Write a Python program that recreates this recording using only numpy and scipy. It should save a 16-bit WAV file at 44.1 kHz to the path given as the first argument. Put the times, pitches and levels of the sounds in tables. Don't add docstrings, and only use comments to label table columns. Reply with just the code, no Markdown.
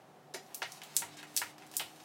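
import sys
import numpy as np
from scipy import signal
from scipy.fft import rfft, irfft, next_fast_len
from scipy.io import wavfile
from scipy.ndimage import map_coordinates

SR = 44100
rng = np.random.default_rng(int(sys.argv[2]) if len(sys.argv) > 2 else 0)


def makeup_ratio(level_db):
    decades = np.asarray(level_db, float) / 20
    return 10 ** decades


def to_wav(sig):
    pcm = np.clip(np.atleast_2d(sig), -1, 1) * 32767
    pcm = np.round(pcm).astype(np.int16)
    wavfile.write(sys.argv[1], SR, pcm.T)


N = 90184
SPAN = 2 ** 15

# t/s, peak level/dB, centre f/Hz, width/centre f
ROPE_CRACKS = [
    (.5455, -20.5, 10060, 2.5),
    (.5501, -23, 12000, 0.82),
    (.966, -12.5, 6930, 2.7),
    (.9663, -9, 8020, .8),
    (1.3653, -12, 6940, 1.4),
    (1.3748, -9.5, 7000, 2.1),
    (1.7677, -8, 10800, 1.58),
]


def rope():
    return contacts(ROPE_CRACKS, gain_db=0, wet_db=0.5, board_db=-36)


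# t/s, peak level/dB, centre f/Hz, width/centre f
SHOE_LANDINGS = [(.6195, -29, 1650, 1.5), (.6277, -31.5, 3940, 0.96), (1.0205, -33, 1390, 2.15),
                 (1.4165, -29.5, 1480, 1.73), (1.7965, -27.5, 2990, 0.98), (.3425, -46.5, 430, 0.8),
                 (.344, -40.5, 2060, 1.13), (.356, -48.5, 537, 1.6), (1.803, -40.5, 810, 1.55),
                 (.621, -40, 790, 1.5), (1.031, -46.5, 865, 1.25), (1.229, -42, 1710, 1.64)]


def shoes():
    return contacts(SHOE_LANDINGS, gain_db=5, wet_db=3, board_db=12)


# t/s, level/dB
FLOOR_LOADS = [
    (.625, -52),
    (1.029, -50.5),
    (1.42, -48.5),
    (1.801, -56),
]


def joists():
    centre_hz, width_hz, t60_s, rise_s = 112, 37, 0.27, 0.041
    mix, t = np.zeros(N + SPAN), np.arange(SPAN) / SR
    for start_s, db in FLOOR_LOADS:
        noise = rng.standard_normal(SPAN)
        shudder = unit(filtered(noise, lambda f: peak(f, centre_hz, width_hz) ** 2))
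        fade = makeup_ratio(db - 60 * t / t60_s) * (1 - np.exp(-t / rise_s))
        add(mix, start_s, fade * shudder)
    return mix[:N]


# t/s, peak level/dB, centre f/Hz, width/centre f
LIGHT_TAPS = [(0.72, -31.5, 6700, 1.1), (.8177, -33.5, 2700, 1.4), (.835, -32, 4000, 4.3),
              (1.171, -40.5, 7300, 0.55), (1, -38.5, 5100, 2.1), (1.582, -39, 2800, 2.3),
              (1.622, -43, 2000, 1.03), (1.666, -44, 8100, 1.5), (1.715, -38, 5700, 2.7),
              (1.2293, -40.5, 6700, 1.5), (1.739, -33, 2200, 3.6), (2.0025, -43.5, 2700, 1.35),
              (1.961, -43, 4000, 2.2), (.464, -50.5, 4700, 0.91), (0.74, -66, 4000, 1.3)]


def taps():
    return contacts(LIGHT_TAPS, gain_db=1.5, wet_db=3, board_db=-25)


# t/s, length/s, level/dB, centre f/Hz, width/centre f
SCUFF_STROKES = [(0.3388, 0.0099, -41.5, 5170, 0.99), (0.421, 0.29, -69.5, 4940, 3.2),
                 (0.663, 0.12, -61, 4340, 1.7), (0.848, 0.095, -61.5, 2810, 2.4),
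                 (0.946, 0.017, -52, 10660, 2.2), (1.078, 0.067, -62.5, 3430, 1.6),
                 (1.167, 0.035, -54.5, 2780, 1.6), (1.268, 0.24, -63, 4140, 2.1),
                 (1.341, 0.046, -56.5, 9700, 3.9), (1.598, 0.3, -67, 2870, 2.9),
                 (1.73, 0.031, -57, 7000, 2.5), (1.876, 0.29, -64, 3495, 3.2)]


def scuffs():
    mix, t = np.zeros(N + SPAN), np.arange(SPAN) / SR
    for start_s, length, db, hz, width in SCUFF_STROKES:
        grain = makeup_ratio(1.5 * rng.standard_exponential(SPAN))
        grit = rng.standard_normal(SPAN) * grain
        grit = unit(filtered(grit, lambda f: peak(f, hz, width * hz) ** 2))
        corners_s = [0, 0.3 * length, length, 1.015 * length]
        stroke = np.interp(t, corners_s, [0.64, 0.61, 0.94, 0.0025])
        add(mix, start_s, makeup_ratio(db) * room(grit * stroke, wet_db=3))
    return mix[:N]


# t/s, level/dB
CLOTH_MOVES = [
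    (0.0, -65.5),
    (0.39, -74),
    (0.52, -57.5),
    (0.6, -64.5),
    (0.74, -58),
    (1.03, -59),
    (1.62, -61),
    (1.94, -61.5),
    (2.04, -64),
]
# f/Hz, level/dB per Hz
CLOTH_COLOUR = [(100, -80), (700, 13), (1500, 5), (3000, 0.5), (8000, -12.5), (16000, -23)]


def clothes():
    s, db = np.transpose(CLOTH_MOVES)
    hiss = unit(filtered(rng.standard_normal(N), lambda f: makeup_ratio(along(CLOTH_COLOUR, f))))
    return makeup_ratio(-2 + np.interp(np.arange(N) / SR, s, db)) * hiss


# f/Hz, level/dB per Hz
FAN_COLOUR = [(40, -56), (80, -20.5), (140, -5.5), (240, -7.5), (850, -9.5), (1400, -18.5), (2500, -26),
              (16000, -38.5)]
# f/Hz, width/Hz, level/dB
DUCT_BANDS = [(150.8, 3.44, -69), (384.8, 13.4, -70), (749, 92, -65.5)]


def fan():
    rush = makeup_ratio(-60) * unit(filtered(rng.standard_normal(N), lambda f: makeup_ratio(along(FAN_COLOUR, f))))
    duct = np.zeros(N)
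    for hz, width_hz, db in DUCT_BANDS:
        band = filtered(rng.standard_normal(N), lambda f: peak(f, hz, width_hz) ** 2)
        duct += makeup_ratio(db) * unit(band)
    return rush + duct


# t/s, f/Hz, level/dB
HUM_DRIFT = [
    (0, 297.6, -82),
    (.8, 304.3, -81),
    (1.101, 297.2, -62),
    (1.6, 304.3, -63.5),
    (2.04, 313.3, -66.5),
]


def appliance():
    s, hz, db = np.transpose(HUM_DRIFT)
    t = np.arange(N) / SR
    phase = 2 * np.pi * np.cumsum(np.interp(t, s, hz)) / SR
    return np.sqrt(2) * makeup_ratio(np.interp(t, s, db)) * np.sin(phase)


def contacts(rows, gain_db, wet_db, board_db):
    mix = np.zeros(N + SPAN)
    impulse = np.eye(1, SPAN)[0]
    for start_s, db, hz, width in rows:
        click = uneven(filtered(impulse, lambda f: peak(f, hz, width * hz) ** 2))
        click = click / np.abs(click).max()
        click = click + makeup_ratio(board_db) * filtered(click, boards)
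        add(mix, start_s, makeup_ratio(db + gain_db) * room(click, wet_db))
    return mix[:N]


# f/Hz, width/Hz, level/dB
BOARD_MODES = [(364, 42, -8.5), (694, 105, -1), (941, 28, -1), (1143, 23, -5.5), (1395, 180, -11),
               (1895, 65, 0.5), (2116, 49, -6.5), (2324, 51, -3), (2546, 34, -6.5), (2920, 180, -2),
               (3130, 17, -23), (3840, 110, -27)]


def boards(f):
    response = 0
    for k, (hz, width_hz, db) in enumerate(BOARD_MODES):
        sign = (-1) ** k
        response = response + sign * makeup_ratio(db + rng.normal(0, 0.83)) * peak(f, hz, width_hz)
    return response


# t/s, level/dB
EARLY_ECHOES = [(.0011, -8), (.0013, -12), (.00185, -6), (.0023, -9), (.0035, -13), (.005, -14),
                (.0079, -13), (.0083, -13), (.0087, -14), (.0145, -18), (.026, -20)]
# f/Hz, t/s
TAIL_TIMES = [(300, 0.21), (1000, 0.17), (3000, 0.24), (7000, 0.22), (15000, 0.2)]


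def room(x, wet_db):
    scatter_db, scatter_t60_s, tail_rise_s = -12, 0.06, 0.001
    hz, t, z = signal.stft(rng.standard_normal(SPAN // 2), SR, nperseg=128)
    fade = makeup_ratio(-60 * t / along(TAIL_TIMES, hz)[:, None])
    tail = signal.istft(z * fade, SR, nperseg=128)[1]
    t = np.arange(len(tail)) / SR
    scatter = rng.standard_normal(len(t)) * makeup_ratio(-60 * t / scatter_t60_s)
    tail = tail / np.linalg.norm(tail) + makeup_ratio(scatter_db) * scatter / np.linalg.norm(scatter)
    lumps = makeup_ratio(1.8 * wobble(900 / SR, size=len(t)))
    answer = makeup_ratio(wet_db) * tail * (1 - np.exp(-t / tail_rise_s)) * lumps
    delay, db = np.transpose(EARLY_ECHOES)
    vary = rng.standard_normal((2, len(delay)))
    at = np.round(delay * (1 + 0.02 * vary[0]) * SR).astype(int)
    answer[at] += makeup_ratio(db + 1.5 * vary[1])
    answer[0] = 1
    return signal.fftconvolve(x, answer)[:len(x)]


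def uneven(x):
    ripple_db, ripple_hz = 1.5, 1000
    half = len(x) // 2
    ripple = makeup_ratio(ripple_db * wobble(SR / len(x) / ripple_hz, size=half + 1))
    cepstrum = irfft(np.log(ripple))
    cepstrum = cepstrum * np.r_[1, 2 * np.ones(half - 1), np.zeros(half)]
    return irfft(rfft(x) * np.exp(rfft(cepstrum)))


def wobble(rate, size):
    knots = rng.standard_normal(int(size * rate) + 4)
    return map_coordinates(knots, [np.arange(size) * rate])


def peak(f, centre_hz, width_hz):
    return 1j * f * width_hz / (centre_hz ** 2 - f * f + 1j * f * width_hz)


def filtered(x, response):
    m = next_fast_len(len(x) + 8192)
    return irfft(rfft(x, m) * response(np.fft.rfftfreq(m, 1 / SR)), m)[:len(x)]


def along(points, hz):
    f, v = np.transpose(points)
    return np.interp(np.log(hz + 1), np.log(f + 1), v)


def unit(x):
    return x / np.sqrt(np.mean(x ** 2) + 1e-20)


def add(mix, start_s, x):
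    mix[round(start_s * SR):][:len(x)] += x


def scene():
    contact = rope() + shoes() + joists() + taps() + scuffs()
    return (contact + clothes() + fan() + appliance())[None]


def band_limit(x):
    return signal.sosfilt(signal.butter(12, 17010, fs=SR, output="sos"), x)


def record(dry):
    low_hz, top_hz, top_slope_db = 60, 15900, -0.04

    def microphone(f):
        bass_cut = (1j * f / (low_hz + 1j * f)) ** 2
        return bass_cut * makeup_ratio(top_slope_db * np.maximum(f - top_hz, 0))

    mix = filtered(dry[0], microphone)[None]
    return band_limit(mix)


dry = scene()
out = record(dry)
to_wav(out)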